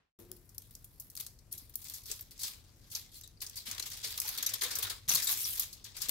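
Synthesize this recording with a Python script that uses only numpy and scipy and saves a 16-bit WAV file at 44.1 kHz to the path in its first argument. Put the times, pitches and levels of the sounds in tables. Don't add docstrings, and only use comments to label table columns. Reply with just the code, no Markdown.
import sys
import numpy as np
from scipy import signal
from scipy.io import wavfile

SR = 44100
rng = np.random.default_rng(int(sys.argv[2]) if len(sys.argv) > 2 else 0)


def gain_from_db(level_db):
    decades = np.asarray(level_db, float) / 20
    return 10 ** decades


def unload_audio(sound):
    columns = np.transpose(np.atleast_2d(sound))
    steps = np.round(np.clip(columns, -1, 1) * 32767)
    wavfile.write(sys.argv[1], SR, steps.astype(np.int16))


N = 269010

# low_hz, high_hz
ZONES = [
    (3000, 9000),
    (9000, 16000),
    (900, 3000),
    (300, 620),
]
# pitch_hz, density_db (per Hz)
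SHEET_COLOUR = [(150, -47), (250, -18.5), (381, -17), (487, -16), (795, -19.5), (1030, -12), (1320, -15),
                (1880, -9.5), (2850, -7.5), (3920, 2), (6070, 0.5), (9420, 1), (12500, 7), (15700, 3),
                (16500, -24)]
# peak_s, level_db, swell_s (per 60 dB), fade_t60_s,
# brightness_db
HAND_STROKES = [(0.189, -62.5, 5, 0.29, 8.5), (.599, -69, -0.5, 1.1, 5.5), (.85, -77.5, 10, 2.9, 11),
                (1.013, -72.5, 0.4, 1.4, 11.5), (1.192, -53.5, 0.13, 0.47, 3), (1.536, -54, 0.02, 0.47, 7.5),
                (1.891, -51, .5, 0.79, 3.5), (2.116, -51.5, 0.44, 0.56, 1.5), (2.121, -41, 0.14, 0.044, -2),
                (2.224, -58.5, -0.5, 0.068, 8), (2.444, -39, 0.22, 0.37, 0.5), (2.64, -67, -5.36, 5.5, -5),
                (2.963, -44, 0.2, 0.31, -1.5), (3.171, -50, 0.24, 0.14, 1), (3.25, -56.5, 0.6, 0.2, -15),
                (3.418, -52.5, -0.07, 0.48, 3), (3.573, -45.5, 0.31, 0.48, -11),
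                (3.695, -44, 0.02, 0.74, -7.5),
                (3.922, -43.5, 0.76, 0.6, -7), (4.046, -43.5, 0.2, 0.69, -4), (4.196, -45.5, 0.5, 0.58, 1),
        (4.12, -50.5, 0.5, 0.087, 6), (4.27, -40.5, 0.03, 0.11, -1), (4.281, -42.5, 1, 1.9, -5.5),
        (4.619, -42.5, -0.08, 0.28, 10), (5.084, -30, 0, 0.79, 1.5), (5.148, -28.5, 0.04, 0.091, -13),
        (5.295, -29, 0.1044, 0.23, 0.5), (5.32, -35.5, 0.14, 0.11, 2), (5.635, -42, 0.77, 0.14, 2),
        (5.7, -55, 3.5, 1.1, -11), (5.849, -47, -0.34, 0.29, -7), (5.967, -46.5, 0.1, 1.9, -8),
        (6.099, -38, 0.28, .2, -13)]
# start_s, length_s, level_db, brightness_db
PULLS = [
    (4.368, 0.16, -44.5, -23),
    (4.618, .275, -45, -3),
    (5.374, 0.16, -46.5, 8),
]
# time_s, low_zone_minus_middle_db
LOOSE = [(.19, -12), (2, -16), (2.4, -15.5), (3, -16), (3.2, -28), (3.42, -9), (3.57, -21), (3.7, -7.5),
         (3.92, -22), (4.19, -12.5), (4.25, -8.5), (4.3, -17), (4.47, -9), (4.6, 0), (4.7, -7.5),
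         (4.95, -1.5), (5.15, -18), (6, -18)]
RESTING_DB = [-97, -97, -88, -81.5]
# start_s, peak_db, brightness_db, ring_t60_s
TICKS = [(.4906, -45.5, 0, 0.045), (.5806, -28.5, 0, 0.013), (.7513, -32, -2.5, 0.02),
         (.9977, -42, 12, 0.061), (1.0994, -44, 7.5, 0.047), (1.152, -42.5, 14, 0.028),
         (1.1653, -30, -7, 0.024), (1.2648, -33.5, 2.5, 0.039), (1.3873, -45.5, -7, 0.05),
         (1.519, -44.5, 10, 0.071), (1.5255, -35, 12, 0.024), (1.577, -35, -1, 0.075),
         (1.694, -54, 13.5, 0.048), (1.7552, -33.5, 12.5, 0.023), (1.8146, -46, 6, 0.12),
         (1.8422, -39.5, 7, 0.024), (1.8824, -38, 1, 0.057), (1.8976, -31.5, 1, 0.023),
         (1.935, -37.5, 4.5, 0.14), (2.0344, -48, 8, .03), (2.0562, -39, 2, 0.077),
         (2.1138, -19.5, -5, 0.032), (2.3775, -44.5, 1, .022), (2.392, -31, -4, 0.14),
         (2.4099, -34.5, 2.5, 0.19), (2.899, -42, -5.5, 0.16), (2.913, -39, 2, 0.13),
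         (2.9495, -21, -7.5, 0.052),
         (3.276, -39.5, 1, 0.014), (3.403, -36, -11, 0.082), (3.464, -25.5, -11, .041),
                (3.4965, -31.5, 2, 0.019), (3.556, -29, -5, 0.073), (3.565, -34.5, 2, 0.18),
                (3.712, -26.5, 1, 0.042), (3.8237, -23.5, -10.5, 0.04), (4.177, -35, 9.5, 0.019),
                (4.2, -22, 2, 0.03), (4.4619, -16, -3.5, 0.048), (4.491, -25.5, -5.5, 0.085),
                (4.752, -23.5, 0, 0.084), (5.091, -14.5, 0, 0.021), (5.1356, -21, -1, 0.0097),
                (5.147, -18.5, 4, 0.036), (5.1523, -18, 1.5, 0.047), (5.2213, -23.5, -4.5, 0.28),
                (5.27, -17.5, -3, 0.041), (5.727, -31, -7, 0.084), (5.841, -30.5, -10, 0.079),
                (6.0164, -24, 0, 0.061)]
# start_s, peak_db, brightness_db, ring_t60_s
CRACKS = [(.1884, -56, -5, .03), (.3155, -29.5, 7, 0.0073), (.3641, -50.5, 8, 0.035),
          (.5445, -52, 11, 0.041), (.6184, -49.5, 9, 0.033), (.7078, -49, 12, 0.023),
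          (.842, -49, 16.5, 0.041), (1.1755, -31, 5, 0.018), (1.1988, -30.5, 6.5, 0.045),
          (1.208, -34, 10, 0.018), (1.511, -48.5, 7, 0.064), (1.7368, -48, 7, 0.064),
          (2.1915, -37.5, 4, 0.043), (2.208, -51, 18, 0.041), (2.309, -41.5, 2.5, 0.1),
          (2.432, -24.5, 6, 0.021), (2.4345, -37, -8, 0.22), (3.2106, -40, 7.5, 0.018),
          (3.2343, -43, 2, 0.058), (3.414, -29, 3, 0.087), (3.6531, -30.5, -8, 0.15),
          (3.6656, -29, -22, 0.082), (3.6744, -36, 2, 0.063), (3.688, -39, 0, 0.038),
          (3.699, -41, 0, 0.036), (3.7475, -30.5, -5, 0.029), (3.779, -26, -4, 0.03),
          (3.7974, -22, 2, 0.025), (3.8551, -30, -2, 0.12), (3.9025, -39, -3, 0.027),
          (3.967, -37.5, 5, 0.09), (4.029, -27.5, -13, 0.13), (4.041, -26, -3.5, 0.085),
               (4.174, -28.5, 0, 0.026), (4.2152, -24.5, 0, 0.031), (4.278, -23, 0, 0.037),
               (4.2884, -29, 11.5, 0.032), (4.374, -24.5, 0.5, 0.047), (4.385, -24.5, 0, 0.019),
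               (4.425, -22, 2, 0.053), (4.534, -21.5, -2.5, 0.065), (4.5532, -28, -21, 0.04),
               (4.609, -24.5, -4, 0.07), (4.615, -24, -3, 0.081), (4.633, -28, 8, 0.04),
               (4.7053, -23.5, -4.5, 0.11), (4.785, -27, 10.5, 0.041), (4.824, -21, 1, 0.076),
               (4.867, -46, -17, .032), (4.895, -23.5, -2, 0.1), (5.0777, -30, -9, 0.026),
               (5.102, -21.5, -2, 0.049), (5.113, -30, -19, 0.038), (5.173, -23, -11, 0.037),
               (5.4504, -26, -9, 0.052), (5.572, -48, 23, 0.022), (5.595, -22, 8.5, 0.029),
               (5.945, -40, -26, 0.11), (5.9658, -29, -2, 0.0094), (6.002, -29.5, -8, 0.27),
               (6.084, -26, 2, 0.036), (6.0921, -27, 13.5, 0.022)]
# start_s, peak_db, brightness_db, left_minus_right_db
CLICKS = [(0.3153, -30, 1, 6), (0.581, -27.5, 8, 6), (0.7516, -48, 0, -1), (1.0224, -36, 0, 3.5),
          (1.1164, -40, 8, -1.0), (1.152, -28, -1, 6), (1.1742, -24, -2, 17), (1.1986, -25, 5, 6),
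          (1.2084, -26, 5, 8.5), (1.2645, -23.5, -4, 17), (1.7559, -28, -1, 7.5), (1.7555, -34, 20, -5),
          (1.8841, -36, 0, -1), (1.897, -37, 0, 2), (1.9844, -32, -2, -3), (2.0674, -30, 0, 4),
          (2.1919, -32, -5, 15), (2.2087, -29, 0, 1), (2.223, -35, 0, 4.0), (2.3096, -35, 6, 7),
          (2.3915, -34, 7, 2.0), (2.9497, -21, 0, -8), (3.2095, -34, -1, 3.5), (3.2755, -37, 0, 10),
          (3.497, -32, 2, 7), (3.6676, -29, 0, 1.0), (3.713, -37, -3, -1), (3.7479, -33, -2, 3.0),
          (3.7972, -9, -3, 7), (3.902, -27, 4, 5), (4.0426, -33, 4, -1), (4.1778, -19, 0, 2),
          (4.2009, -20, 5, 9), (4.2767, -21, 7, 2.5), (4.289, -27, 0, 2.0), (4.3842, -14, -4, 6),
          (4.4267, -24, -3, 4.5), (4.4653, -20, 3, 9), (4.4902, -18, -2, 0), (4.5379, -17.5, 0, 13.5),
          (4.787, -28, 3, -4), (5.0804, -18, -11, 2.5), (5.092, -20, -6, 2), (5.1165, -19, 2, 2.5),
          (5.1485, -8, 1, 3), (5.1713, -8, 3, 4), (5.22, -30, -2, 2.0), (5.5949, -24, -4, 2),
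          (5.967, -29, 2, 7), (6.0921, -16, 0, 4)]
# start_s, level_db, pitch_hz, fade_t60_s
FLAPS = [(0.188, -60, 1160, 0.056), (.315, -52, 4650, 0.026), (.362, -67, 4600, 0.07),
         (.5805, -47.5, 5120, 0.025), (.5805, -37, 13900, .03), (2.114, -34.5, 7850, 0.048),
         (2.209, -36, 13600, .04), (2.432, -50, 11700, .05), (3.158, -55, 4200, 0.13),
         (3.235, -56.5, 3860, 0.19), (3.235, -53, 7530, .1), (3.372, -60.5, 4700, .05),
         (3.424, -44, 4600, .08), (3.465, -46, 5070, 0.037), (3.575, -39, 4600, 0.058),
         (3.598, -47, 4040, 0.058), (3.795, -36, 4030, 0.046), (3.825, -38, 4300, 0.043),
         (3.936, -51, 4940, .05), (4.2, -35, 13300, .04), (4.216, -39, 13500, .05), (4.259, -45, 6000, .15),
         (4.286, -39, 6450, .07), (4.382, -33, 4230, .05), (4.426, -36, 6700, .05),
         (4.464, -25, 12200, .04), (4.465, -29.5, 6260, 0.056), (4.466, -37.5, 3850, 0.074),
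         (4.538, -30, 13700, .04), (4.54, -40, 5100, .06), (4.618, -38, 6400, .09), (4.635, -41, 6340, 0.1),
         (4.83, -41, 9900, 0.077), (4.898, -41, 3870, .08), (5.091, -19, 6130, 0.044),
         (5.093, -31, 11500, .04), (5.122, -29, 5940, 0.062), (5.15, -36, 6800, .04),
         (5.154, -28, 4400, 0.064), (5.174, -39, 3780, 0.089), (5.22, -34, 5000, .08),
         (5.242, -33, 12400, 0.086), (5.27, -34.5, 3780, 0.13), (5.274, -32, 7700, 0.055),
         (5.292, -38, 3920, .1), (5.305, -43, 3540, 0.097), (5.441, -35, 5600, .12),
         (5.524, -46, 3100, 0.082), (5.62, -44.5, 6630, 0.14), (6.02, -38, 5360, .06)]
# start_s, peak_db, pitch_hz, fade_t60_s
THUMPS = [(2.104, -71, 112, 0.09), (3.68, -54, 225, 0.092), (4.629, -67, 100, 0.12),
          (4.839, -48.5, 97, 0.2), (5.078, -45, 131, 0.12), (5.107, -51, 191, 0.063),
          (5.138, -46, 152, 0.11), (5.171, -52.5, 116, 0.12), (2.44, -59, 202, 0.074),
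          (1.62, -57, 262, 0.065), (5.75, -56, 100, .1)]
# start_s, peak_db, pitch_hz, fade_t60_s
TAPS = [(2.098, -54.5, 420, 0.097), (4.058, -62, 444, 0.28), (4.633, -49, 438, 0.094),
        (4.653, -48, 494, 0.16), (4.789, -52, 448, 0.11), (4.25, -46.5, 870, 0.053),
        (4.655, -48, 1040, .08), (4.861, -51, 1425, 0.089), (5.151, -49, 1078, 0.1),
        (5.296, -45.5, 1130, 0.082), (5.305, -58, 466, 0.063), (1.531, -65.5, 370, 0.22),
        (1.8, -72, 316, 0.073), (6.087, -45, 274, 0.047), (6.09, -48.5, 527, 0.07)]
# time_s, left_minus_right_db
PARCEL_SIDE = [(.19, 11.5), (1, 6.5), (1.75, 9.5), (2.3, 5.5), (2.6, 10), (2.9, 7), (3.5, 7), (4.2, 6.5),
               (4.8, 7), (5.5, 7.5), (6.1, 10.5)]
# pitch_hz, left_minus_right_db
PORT_BALANCE = [(60, 2.0), (110, 2.0), (200, 15), (380, 5), (700, 6), (1290, 5.5), (2380, 5), (4400, -4.5),
                (8120, 1), (15000, -5.5)]
# pitch_hz, likeness (0 to 1)
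LIKENESS = [(60, .92), (130, .8), (290, .75), (640, .55), (1400, .3), (3100, .2), (7000, .08), (15000, .05)]
# peak_s, level_db, swell_s (per 60 dB), fade_t60_s
KNOCK = [
    (.2, -55, 0.15, 0.6),
    (.309, -56, 0.11, 0.37),
    (.579, -73, 0.055, 0.21),
]
# pitch_hz, width_hz, level_db
KNOCK_MODES = [(354, 15, 4), (452, 28, -6.5), (202, 37, -3.5), (60, 21, -13.5)]
# pitch_hz, fade_t60_s
HALL_FADE = [(300, 0.06), (3000, 0.29), (12000, 0.29)]
# pitch_hz, density_db
HOUSE_COLOUR = [(12, -34), (20, 9), (91, 5), (121, -1), (184, -6), (583, -23.5), (3230, -27.5), (3830, -40),
                (4790, -23.5), (6710, -28.5), (12500, -27), (15200, -35), (16500, -45)]
# time_s, level_db
OPENING = [(0, -19), (.09, -31), (.14, -55), (.15, -92), (.184, -90), (.189, 0.5), (6.1, 1.5)]

BUCKLES_PER_S, BUCKLE_SPREAD_DB, CLUMP_DB, BUCKLE_T60_S = 1600, 3, 2.5, .022
TENSING_S, TENSING_DB = .008, -6
TOP_FOLLOWS, LOW_FOLLOWS, BOX_FOLLOWS = 1.26, 0.97, 1
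BOX_DB, BOX_LOOSE_SHARE = -17.5, 0.84
PULL_SWELL_S, PULL_FADE_S = 0.054, 0.29
PULL_ROUGHNESS = .65
TICK_LOW_DB, CRACK_LOW_DB = -64, -19
SOFT_DEPTH = 0.073
RISE_SHARE, CRACK_SLOWER = .03, 2.45
SPIKE_DB, SPIKE_T60_S = -9.5, 0.0025
SNAP_LEFT_DB = 2
CLICK_DB, CLICK_COLOUR_DB = -10, 5
REBOUND_S, REBOUND_DB = 0.00097, -4.5
FLAP_WIDTH_SHARE = 0.086
FLAP_RISE_S, FLAP_LEFT_DB = 0.0011, 4
HALL_DB = -9
HOUSE_DB, HOUSE_PATCHY_DB = -63, .7
HUM_HZ, HUM_WIDTH_HZ, HUM_DB = 100, 13.8, -68


def rms_one(x):
    return x / np.sqrt(np.mean(x ** 2) + 1e-20)


def in_time(rows):
    time_s, *columns = np.transpose(rows)
    return [np.interp(np.arange(N) / SR, time_s, column) for column in columns]


def at_hz(points, hz):
    pitch_hz, value = np.transpose(points)
    return np.interp(np.log(hz), np.log(pitch_hz), value)


def panned(db):
    return gain_from_db(np.outer([.5, -.5], db))


def drift(rate_hz):
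    r = np.exp(-80 * np.pi * rate_hz / SR)
    slow = signal.lfilter([1], [1, -2 * r, r * r], rng.standard_normal(N // 40 + 2002))[2000:]
    return np.interp(np.arange(N) / 40, np.arange(len(slow)), rms_one(slow))


def bands(low_hz, count):
    edges = np.geomspace(low_hz, 17500, count + 1)
    return zip(edges, edges[1:], np.sqrt(edges[1:] * edges[:-1]))


def band_pass(x, low, high):
    return signal.sosfilt(signal.butter(2, [low, high], "band", fs=SR, output="sos"), x)


def band_pair(two_noises, low, high, hz):
    mid, side = band_pass(two_noises, low, high)
    alike = np.clip(at_hz(LIKENESS, hz), 0, 1)
    return np.sqrt(1 + alike) * mid + np.sqrt(1 - alike) * side * [[1], [-1]]


def resonance(hz, width_hz):
    r = np.exp(-np.pi * width_hz / SR)
    return [1, 0, -1], [1, -2 * r * np.cos(2 * np.pi * hz / SR), r * r]


def resonant_noise(hz, width_hz):
    mid, side = signal.lfilter(*resonance(hz, width_hz), rng.standard_normal((2, N)))
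    return rms_one(mid + 0.28 * side * [[1], [-1]])


def dying(clicks, t60_s):
    return signal.lfilter([1], [1, -gain_from_db(-60 / (t60_s * SR))], clicks + 1e-18)


def swell_db(peak_s, hold_s, swell_s, fade_s):
    t = np.arange(N // 32 + 2) * 32 / SR
    before = np.maximum(peak_s - t, 0) / max(swell_s, .004)
    after = np.maximum(t - peak_s - hold_s, 0) / max(fade_s, .004)
    return -60 * (before + after)


def power_sum_db(levels_db):
    total_db = 10 * np.log10(sum(gain_from_db(2 * db) for db in levels_db))
    return np.interp(np.arange(N) / 32, np.arange(len(total_db)), total_db)


def density_db(zone_db, hz):
    low, high = np.transpose(ZONES[:len(zone_db)])
    centre = np.sqrt(low * high)
    order = np.argsort(centre)
    offsets_db = -10 * np.log10((high - low) / (SR / 2)) - at_hz(SHEET_COLOUR, centre)
    level_db = at_hz(SHEET_COLOUR, hz)
    for k, (zone, offset) in enumerate(zip(zone_db, offsets_db)):
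        share = np.interp(np.log(hz), np.log(centre[order]), order == k)
        level_db = level_db + share * (zone + offset)
    return level_db


def hands():
    gestures = [(swell_db(s, 0, up, down), db, top, s) for s, db, up, down, top in HAND_STROKES]
    for s, hold, db, top in PULLS:
        gestures.append((swell_db(s, hold, PULL_SWELL_S, PULL_FADE_S), db, top, s + hold / 2))
    zones = [[], [], [], []]
    for swell, db, top, s in gestures:
        loose_db = np.interp(s, *np.transpose(LOOSE))
        zones[0].append(db + swell)
        zones[1].append(db + top + TOP_FOLLOWS * swell)
        zones[2].append(db + loose_db + LOW_FOLLOWS * swell)
        zones[3].append(db + BOX_DB + BOX_LOOSE_SHARE * loose_db + BOX_FOLLOWS * swell)
    return [power_sum_db([*zone, rest]) for zone, rest in zip(zones, RESTING_DB)]


def snaps():
    kinds = [(TICKS, TICK_LOW_DB, RISE_SHARE),
             (CRACKS, CRACK_LOW_DB, RISE_SHARE * CRACK_SLOWER)]
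    rows = []
    for table, low, rise in kinds:
        for s, db, top, t60 in table:
            rows.append((s, db, top, low - SOFT_DEPTH * (db + 12), t60, rise))
    return np.transpose(sorted(rows))


def snap_shapes(age, t60_s, rise_share):
    t60_s = np.clip(t60_s, .005, .2)[:, None]
    ring = gain_from_db(-60 * age / t60_s)
    spike = gain_from_db(SPIKE_DB - 60 * age / SPIKE_T60_S)
    return (ring + spike) * np.clip(age / (rise_share[:, None] * t60_s), 0, 1)


def paper(colour_db=-1.0, snap_colour_db=2.5, patchy_db=2.5, crackle_db=-0.5):
    t, age = np.arange(N) / SR, np.arange(SR // 10) / SR
    zone_db = hands()
    born = np.flatnonzero(rng.random(N) < BUCKLES_PER_S * gain_from_db(CLUMP_DB * drift(14)) / SR)
    sizes_db = BUCKLE_SPREAD_DB * np.minimum(rng.exponential(1, len(born)), 4)
    s, peak_db, top_db, low_db, t60_s, rise_share = snaps()
    shapes = snap_shapes(age, t60_s, rise_share)
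    colours_db = snap_colour_db * rng.standard_normal((len(s), 18))
    to_next_s = np.append(s, 99)[np.searchsorted(s, t)] - t
    taut_db = TENSING_DB * np.clip(1.5 - to_next_s / TENSING_S, 0, 1)
    pulling = sum((t > at) & (t < at + hold) for at, hold, *_ in PULLS)
    roughness = np.where(pulling, PULL_ROUGHNESS, 1)
    white, out = rng.standard_normal((2, 2, N)), 0
    for k, (low, high, hz) in enumerate(bands(228.8, count=18)):
        clicks = np.zeros(N)
        clicks[born] = gain_from_db(2 * (sizes_db + colour_db * rng.standard_normal(len(born))))
        buckle_t60_s = BUCKLE_T60_S * (6000 / hz) ** 0.77
        grain = rms_one(np.sqrt(dying(clicks, buckle_t60_s / 2))) ** roughness
        level_db = density_db(zone_db, hz) + crackle_db + taut_db
        crackle = grain * gain_from_db(level_db + patchy_db * drift(10.6))
        snap_db = density_db([peak_db, peak_db + top_db, peak_db + low_db], hz)
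        gains = gain_from_db(snap_db + colours_db[:, k] - 8.0)
        snap = np.zeros(N + len(age))
        for at, gain, shape in zip((s * SR).astype(int), gains, shapes):
            snap[at:at + len(age)] += gain * shape
        snap = snap[:N]
        burst = white[k % 2] * np.hypot(crackle, snap)
        left_db = at_hz(PORT_BALANCE, hz) - 3 + SNAP_LEFT_DB * snap / (snap + crackle)
        out = out + band_pair(burst, low, high, hz) * panned(left_db)
    return out * panned(*in_time(PARCEL_SIDE)) / np.sqrt(2)


def flips():
    s, peak_db, top_db, left_db = np.transpose(CLICKS)
    chance, out = rng.standard_normal((len(s), 22)), 0
    for k, (low, high, hz) in enumerate(bands(230.0, count=18)):
        click_db = density_db([peak_db, peak_db + top_db, peak_db + CRACK_LOW_DB], hz)
        gains = gain_from_db(click_db + CLICK_DB + CLICK_COLOUR_DB * chance[:, k])
        strokes = np.full((2, N + SR // 10), 1e-18)
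        for turn in range(3):
            late_s = turn * REBOUND_S * gain_from_db(3 * chance[:, 18 + turn])
            at = ((s + late_s) * SR).astype(int) + np.array([[0], [turn]])
            rebound = gain_from_db(REBOUND_DB * turn) * (-1) ** turn
            strokes[[[0], [1]], at] += gains * rebound * panned(left_db)
        out = out + band_pass(strokes, low, high) * (-1) ** k
    return out[:, :N]


def flaps():
    out, age = np.zeros((2, N + SR // 5)), np.arange(SR // 5) / SR
    for s, db, hz, t60_s in FLAPS:
        forward, back = resonance(hz, FLAP_WIDTH_SHARE * hz)
        section = forward + back
        buzz = rms_one(signal.sosfilt([section, section], rng.standard_normal((2, len(age)))))
        shape = gain_from_db(db - 60 * age / max(t60_s, .01)) * np.clip(age / FLAP_RISE_S, 0, 1)
        at = int(s * SR)
        out[:, at:at + len(age)] += buzz * shape
    return out[:, :N] * panned(FLAP_LEFT_DB)


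def thumps(left_db=5.0, rise_s=0.0019):
    out, age = np.zeros(N + SR // 4), np.arange(SR // 4) / SR
    for s, peak_db, hz, t60_s in THUMPS + TAPS:
        shape = gain_from_db(peak_db - 60 * age / t60_s) * np.clip(age / rise_s, 0, 1)
        at = int(s * SR)
        out[at:at + len(age)] += shape * np.sin(2 * np.pi * hz * age)
    return out[:N] * panned(left_db)


def knock(left_db=4.0):
    swells_db = [db + swell_db(s, 0, up, down) for s, db, up, down in KNOCK]
    level_db = power_sum_db(swells_db + [-130])
    body = sum(gain_from_db(db) * resonant_noise(hz, width_hz) for hz, width_hz, db in KNOCK_MODES)
    return gain_from_db(level_db - 6.0) * body * panned(left_db)


def hall(x):
    age, tail = np.arange(SR // 2) / SR, 0
    for low, high, hz in bands(71.0, count=7):
        noise = band_pair(rng.standard_normal((2, len(age))), low, high, hz)
        tail = tail + noise * gain_from_db(-60 * age / at_hz(HALL_FADE, hz))
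    tail = tail * np.clip(age / 0.0074, 0, 1) / np.sqrt(np.sum(tail ** 2) / 2)
    mono = x.mean(axis=0, keepdims=True)
    return signal.fftconvolve(mono, tail, axes=1)[:, :N] * panned(0.46)


def house(left_db=3.0):
    white, rumble = rng.standard_normal((2, 2, N)), 0
    for k, (low, high, hz) in enumerate(bands(19.6, count=19)):
        level_db = at_hz(HOUSE_COLOUR, hz) + HOUSE_PATCHY_DB * drift(2.4)
        rumble = rumble + band_pair(white[k % 2], low, high, hz) * gain_from_db(level_db)
    hum = gain_from_db(HUM_DB) * resonant_noise(HUM_HZ, HUM_WIDTH_HZ)
    return (gain_from_db(HOUSE_DB + 1) * rms_one(rumble) + hum) * panned(left_db)


def earlier_room(hiss_db=-57.0, hiss_hz=2730.0, rumble_db=-60.0, rumble_hz=137.0):
    hiss_low_pass = signal.butter(2, hiss_hz, fs=SR, output="sos")
    hiss = signal.sosfilt(hiss_low_pass, rng.standard_normal((2, N)))
    rumble_low_pass = signal.butter(2, rumble_hz, fs=SR, output="sos")
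    rumble = signal.sosfilt(rumble_low_pass, rng.standard_normal(N))
    return gain_from_db(hiss_db) * rms_one(hiss) + gain_from_db(rumble_db) * rms_one(rumble)


def scene():
    near = paper() + flips() + thumps()
    here = near + gain_from_db(HALL_DB) * hall(near) + house() + knock() + flaps()
    return np.where(np.arange(N) < SR // 6, earlier_room(), here)


def low_pass(x):
    return signal.sosfilt(signal.butter(12, 17000, fs=SR, output="sos"), x)


def record(dry):
    opening_db, = in_time(OPENING)
    top = signal.cheby2(16, 38, 16000, fs=SR, output="sos")
    bottom = signal.butter(5, 31, "high", fs=SR, output="sos")
    mix = signal.sosfilt(np.vstack([top, bottom]), dry) * gain_from_db(opening_db)
    return low_pass(mix)


dry = scene()
out = record(dry)
unload_audio(out)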